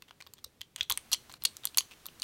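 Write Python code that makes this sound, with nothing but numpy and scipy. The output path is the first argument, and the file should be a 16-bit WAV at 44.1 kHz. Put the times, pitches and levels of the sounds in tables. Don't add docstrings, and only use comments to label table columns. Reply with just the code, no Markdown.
import sys
import numpy as np
from scipy import signal
from scipy.fft import rfft, irfft
from scipy.io import wavfile

SR = 44100
rng = np.random.default_rng(int(sys.argv[2]) if len(sys.argv) > 2 else 0)


def pcm_store(signal):
    levels = np.round(np.clip(np.atleast_2d(signal), -1, 1) * 32767)
    wavfile.write(sys.argv[1], SR, levels.astype(np.int16).T)


N = 98739


def amp(db):
    return 10 ** (np.asarray(db) / 20)


def unit(x):
    return x / np.sqrt(np.mean(x ** 2) + 1e-20)


def read(points, hz):
    table_hz, value = np.transpose(points)
    return np.interp(np.log(hz + 1), np.log(table_hz), value)


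def add(mix, start_s, sound):
    part = mix[max(round(start_s * SR), 0):][:len(sound)]
    part += sound[:len(part)]


def colour(x, points):
    gain = amp(read(points, np.fft.rfftfreq(len(x), 1 / SR)))
    return unit(irfft(rfft(x) * gain, len(x)))


def resonate(x, hz, width_hz):
    b, a = signal.iirpeak(hz, hz / width_hz, SR)
    once = signal.lfilter(b, a, x)
    return signal.lfilter(b, a, once)


SOFT_HZ = 8330


def soften(x):
    return signal.sosfilt(signal.butter(3, SOFT_HZ, fs=SR, output="sos"), x)


# frequency in Hz, relative level in dB per Hz.
RUMBLE_COLOUR = [(20, -49), (50, -5.5), (100, -2.5), (220, -5.5), (450, -10), (900, -24), (2500, -53)]
# time in seconds, rms level in dB.
RUMBLE_LEVEL = [(0, -70.5), (.75, -70), (.95, -66.5), (1.3, -65.5), (1.52, -68), (1.8, -67.5)]
# frequency in Hz, relative level in dB per Hz.
HISS_COLOUR = [(100, 9), (600, 3), (1100, 3.5), (3300, 2), (7000, -3), (16000, -6.5)]
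# time in seconds, rms level in dB.
HISS_LEVEL = [(0, -70), (.74, -71), (.89, -68.5), (.92, -60.5), (1.37, -61), (1.388, -73.5), (1.425, -60),
              (1.455, -60.5), (1.85, -61.5), (2.24, -60.5)]


def background():
    t = np.arange(N) / SR
    out = np.zeros(N)
    for spectrum, level in ((RUMBLE_COLOUR, RUMBLE_LEVEL), (HISS_COLOUR, HISS_LEVEL)):
        level_db = np.interp(t, *np.transpose(level))
        out += colour(rng.standard_normal(N), spectrum) * amp(level_db)
    return out


KNOCK_HZ, KNOCK_WIDTH_HZ, KNOCK_S, KNOCK_SKIRT, KNOCK_SKIRT_WIDTH_HZ = 1114, 524, 0.0011, 0.33, 1660
BODY_WIDTH_HZ, BODY_S, BODY_SKIRT, BODY_SKIRT_WIDTH_HZ = 560, 0.0012, 0.61, 3210
EDGE_HZ, EDGE_WIDTH_HZ, EDGE_S = 7970, 6130, 0.0012
TICK_HZ, TICK_WIDTH_HZ, TICK_S = 12700, 4200, 0.00052
TICK_LOW, TICK_HIGH = 0.655, 1.15
CONTACT = 4.6
RISE_S = 0.000215
SWELL_DB, SWELL_S = -5, 0.00021
LEAD_S, LEVEL_S = 0.002, 0.0025
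AFTER_DB, AFTER_S = [-6.5, -14.5, -33, -15], 0.0036


def click(body_hz, levels_db):
    time = np.arange(2048) / SR - LEAD_S
    rise = np.clip(time / RISE_S, 0, 1)
    swell = amp(SWELL_DB) * np.exp(-abs(time) / SWELL_S)
    noise = rng.standard_normal((4, len(time))) * np.maximum(rise, swell)
    contact = CONTACT * (np.arange(len(time)) == round((LEAD_S + RISE_S) * SR))

    t = np.maximum(time, 0)
    strikes = []
    for rattle, decay, after_db in zip(noise, (KNOCK_S, BODY_S, EDGE_S, TICK_S), AFTER_DB):
        envelope = np.exp(-t / decay) + amp(after_db) * np.exp(-t / AFTER_S)
        strikes.append(rattle * envelope + contact)
    knock, body, edge, tick = strikes

    knock_skirt = KNOCK_SKIRT * resonate(knock, KNOCK_HZ, KNOCK_SKIRT_WIDTH_HZ)
    body_skirt = BODY_SKIRT * resonate(body, body_hz, BODY_SKIRT_WIDTH_HZ)
    tick_hz = TICK_HZ * rng.uniform(TICK_LOW, TICK_HIGH)
    parts = [resonate(knock, KNOCK_HZ, KNOCK_WIDTH_HZ) + knock_skirt,
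             soften(resonate(body, body_hz, BODY_WIDTH_HZ) + body_skirt),
             resonate(edge, EDGE_HZ, EDGE_WIDTH_HZ),
             resonate(tick, tick_hz, TICK_WIDTH_HZ)]
    out = np.zeros(len(t))
    for part, db in zip(parts, levels_db):
        head = part[round(LEAD_S * SR):][:round(LEVEL_S * SR)]
        out += amp(db) * part / head.std()
    return out


# start in seconds, body pitch in Hz,
# dull knock in dB, body in dB, bright edge in dB, thin tick in dB.
PIN_CLICKS = [(0.0222, 2680, -53.5, -46, -54, -52), (0.109, 3100, -46.5, -50.5, -67, -69),
              (0.2228, 4200, -53.5, -47, -57, -78), (0.2657, 2980, -52, -51.5, -60, -67),
              (0.271, 3600, -57, -50.5, -67, -56), (0.3367, 4580, -61, -49, -45, -47),
              (0.4423, 5500, -50, -44, -57, -45.5), (0.445, 3880, -76, -38, -40.5, -45.5),
              (0.6096, 2940, -58, -45, -64, -56), (0.6146, 3070, -57.5, -35.5, -43.5, -50.5),
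              (0.7613, 2800, -52.5, -38, -35, -54), (0.8092, 3380, -54, -21.5, -60, -53),
              (0.8304, 3900, -79, -37, -42, -65), (0.8984, 3200, -47, -27, -27.5, -37),
              (0.903, 3640, -32.5, -45, -40, -26.5), (0.9124, 3380, -35.5, -25, -40.5, -57.0),
              (0.922, 3970, -46, -29.5, -26, -47), (0.9748, 2060, -51, -34, -37, -27),
              (1.1169, 4200, -47, -35, -41, -37.5), (1.1201, 5600, -44.5, -38, -35, -45),
              (1.1248, 4400, -45, -27, -40, -56), (1.13, 3120, -43.5, -25.5, -22.5, -53),
              (1.1345, 4200, -42, -26.5, -25, -54), (1.1383, 4310, -47, -29, -30.5, -54),
              (1.1451, 3050, -49.5, -34.5, -35, -62.0), (1.3244, 3370, -64, -66, -48, -60),
              (1.3392, 4000, -48, -43.5, -50.5, -56), (1.4219, 4130, -56, -44, -54, -68),
              (1.438, 3640, -51.5, -45, -40, -30.5), (1.4507, 3760, -44, -24.5, -43, -58),
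              (1.4525, 4540, -40.5, -21.5, -21, -43), (1.4558, 4420, -59, -24.5, -30, -37),
              (1.5683, 4100, -55.5, -49.5, -38.5, -50), (1.6357, 3670, -56, -45.5, -56, -65),
              (1.6539, 3420, -42, -34, -33.5, -22.5), (1.6716, 4380, -62, -33, -38.5, -58),
              (1.7458, 3150, -57, -42.5, -51, -66), (1.7733, 4080, -35, -29.5, -29.0, -18.5),
              (1.7824, 4340, -58, -28.5, -36, -41), (1.783, 4390, -38, -19, -22, -29),
              (1.807, 2950, -43.5, -34.0, -37, -71), (2.057, 3760, -46.5, -42.5, -58, -43.5),
              (2.065, 4200, -53, -44.5, -44.5, -35.5), (2.0858, 2760, -56, -45.5, -69, -66.0),
              (2.1985, 4350, -62, -47.5, -48.5, -55.5), (2.22, 4450, -47.5, -28.5, -35, -51),
              (2.2283, 3420, -49.5, -33, -39, -66), (2.2332, 4170, -42, -36, -28, -26)]


def pins():
    out = np.zeros(N)
    for start_s, body_hz, *levels_db in PIN_CLICKS:
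        add(out, start_s - LEAD_S, click(body_hz, levels_db))
    return out


# frequency in Hz, gain in dB.
CASE_COLOUR = [(1300, -1.5), (1900, 0.5), (4500, 1), (5200, -1), (6000, 0.5), (7300, -1.5), (8500, 0),
               (9500, -0.5), (10500, -8), (12000, 3), (14400, -2), (15400, 3.5)]


def case(x):
    log_gain = np.log(amp(read(CASE_COLOUR, abs(np.fft.fftfreq(2048, 1 / SR)))))
    spectrum = np.exp(np.conj(signal.hilbert(log_gain)))
    return signal.fftconvolve(x, np.fft.ifft(spectrum).real)[:N]


# frequency in Hz, time to fall 60 dB in seconds.
ROOM_T60 = [(1500, 0.08), (4500, 0.25), (14000, 0.35)]
# frequency in Hz, relative level in dB.
TAIL_COLOUR = [(1000, 6.5), (4200, 0), (5200, -20), (6000, 3), (7200, -9), (9000, -3), (12000, -12)]
TAIL_DB, EARLY_DB, EARLY_S = -23.5, -19.5, 0.014


def room(x):
    t = np.arange(SR // 2) / SR
    hz, frames, bins = signal.stft(rng.standard_normal(len(t)), SR, nperseg=256)
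    fall_db = 60 * frames / read(ROOM_T60, hz)[:, None]
    fade = amp(read(TAIL_COLOUR, hz)[:, None] - fall_db)
    tail = signal.istft(bins * fade, SR, nperseg=256)[1][:len(t)]
    tail = tail * np.minimum(t / 0.005, 1)

    hits = rng.random(len(t)) < 2000 / SR
    early = rng.standard_normal(len(t)) * hits * np.exp(-t / EARLY_S) * (t > 0.001)
    early = soften(early)

    echo = amp(TAIL_DB) * tail / np.linalg.norm(tail)
    echo = echo + amp(EARLY_DB) * early / np.linalg.norm(early)
    return signal.fftconvolve(x, echo)[:N]


# start in seconds, length in seconds, rms level in dB, resonance in Hz.
KEYWAY_SCRAPES = [(0.076, 0.024, -61, 3140), (0.203, 0.011, -48.5, 2240), (0.369, 0.032, -62.5, 3400),
                  (0.776, 0.03, -51.5, 3060), (0.814, 0.04, -56.5, 3340), (1.295, 0.011, -50, 980),
                  (1.308, 0.014, -54.5, 4340), (1.641, 0.012, -48, 3100), (1.907, 0.035, -53.5, 2730)]
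# frequency in Hz, relative level in dB.
DRAG_COLOUR = [(300, -2), (1000, 4.5), (3500, 4), (6000, -0.5), (16000, -12.5)]
SLIPS_PER_S, SLIP_SPREAD_DB = 1500, 6
SCRAPE_WIDTH_HZ, SCRAPE_RING = 900, 0.55


def scrapes():
    out = np.zeros(N)
    for start_s, length_s, db, hz in KEYWAY_SCRAPES:
        n = round(length_s * SR)
        moments = rng.random(n) < SLIPS_PER_S / SR
        sizes = amp(SLIP_SPREAD_DB * rng.standard_normal(n))
        slips = moments * sizes * rng.choice([-1, 1], n)
        resonance = unit(resonate(slips, hz, SCRAPE_WIDTH_HZ))
        drag = colour(slips, DRAG_COLOUR) + SCRAPE_RING * resonance
        swell = np.sin(np.pi * np.arange(n) / n) ** 0.5
        add(out, start_s, amp(db) * unit(drag * swell))
    return out


# start in seconds, frequency in Hz, level in dB, decay in seconds.
HAND_THUMPS = [(0.449, 71, -50.5, 0.017), (0.463, 508, -52, 0.0064), (0.6, 90, -44, 0.0073),
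               (0.81, 74, -38.5, 0.0092), (0.904, 68, -34.5, 0.0074), (1.115, 67, -43.5, 0.012),
               (1.439, 65, -42, 0.0089), (1.456, 508, -53.5, 0.013)]


def thumps():
    out = np.zeros(N)
    t = np.arange(SR // 6) / SR
    for start_s, hz, db, decay in HAND_THUMPS:
        envelope = np.minimum(t * hz, 1) * np.exp(-t / decay)
        add(out, start_s, amp(db) * envelope * np.sin(2 * np.pi * hz * t))
    return out


BUZZ, BUZZ_HZ = 0.3, 130


def ring(modes, t):
    out = np.zeros(len(t))
    slow = signal.butter(2, BUZZ_HZ, fs=SR, output="sos")
    for hz, db, t60 in modes:
        in_phase, across = signal.sosfilt(slow, rng.standard_normal((2, len(t))))
        phase = 2 * np.pi * (hz * t + rng.random())
        wave = (1 + BUZZ * unit(in_phase)) * np.sin(phase) + BUZZ * unit(across) * np.cos(phase)
        out += amp(db - 60 * t / t60) * wave
    return out


# start in seconds, tension tool level in dB, pick level in dB,
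# time in seconds until it is pressed still again.
STEEL_SNAPS = [(0.9028, -33, -44, .016), (1.1305, -27.5, -21, 0.013), (1.452, -24, -29, 0.0053),
               (1.7844, -20.5, -28, .05)]
# frequency in Hz, relative level in dB, time to fall 60 dB in seconds.
TOOL_MODES = [(4370, -2.5, .027), (6627, -2, .052), (9925, -7, .03), (10085, -8, .07), (13660, -15, .06)]
# frequency in Hz, relative level in dB.
PICK_MODES = [(2800, -4), (3400, -1.5), (4170, -6.5), (5780, -1.5), (6050, -6), (10120, -23)]
PICK_T60_S, DAMPED_S = 0.026, 0.0065


def tool():
    out = np.zeros(N)
    t = np.arange(SR // 5) / SR
    pick_modes = [(hz, db, PICK_T60_S) for hz, db in PICK_MODES]
    for start_s, tool_db, pick_db, free_s in STEEL_SNAPS:
        steel = amp(tool_db) * ring(TOOL_MODES, t) + amp(pick_db) * ring(pick_modes, t)
        damping = np.exp(-np.maximum(t - free_s, 0) / DAMPED_S)
        add(out, start_s, steel * damping)
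    return out


STEEL_ROOM = 0.45


def scene():
    picking = case(pins() + scrapes())
    steel = tool()
    echoes = room(picking + STEEL_ROOM * steel)
    return (picking + steel + echoes + thumps() + background())[None]


CUT_HZ = 16100


def record(dry):
    low_pass = signal.firwin(201, CUT_HZ, window=("kaiser", 8), fs=SR)
    return signal.oaconvolve(dry, low_pass[None], "same")


dry = scene()
out = record(dry)
pcm_store(out)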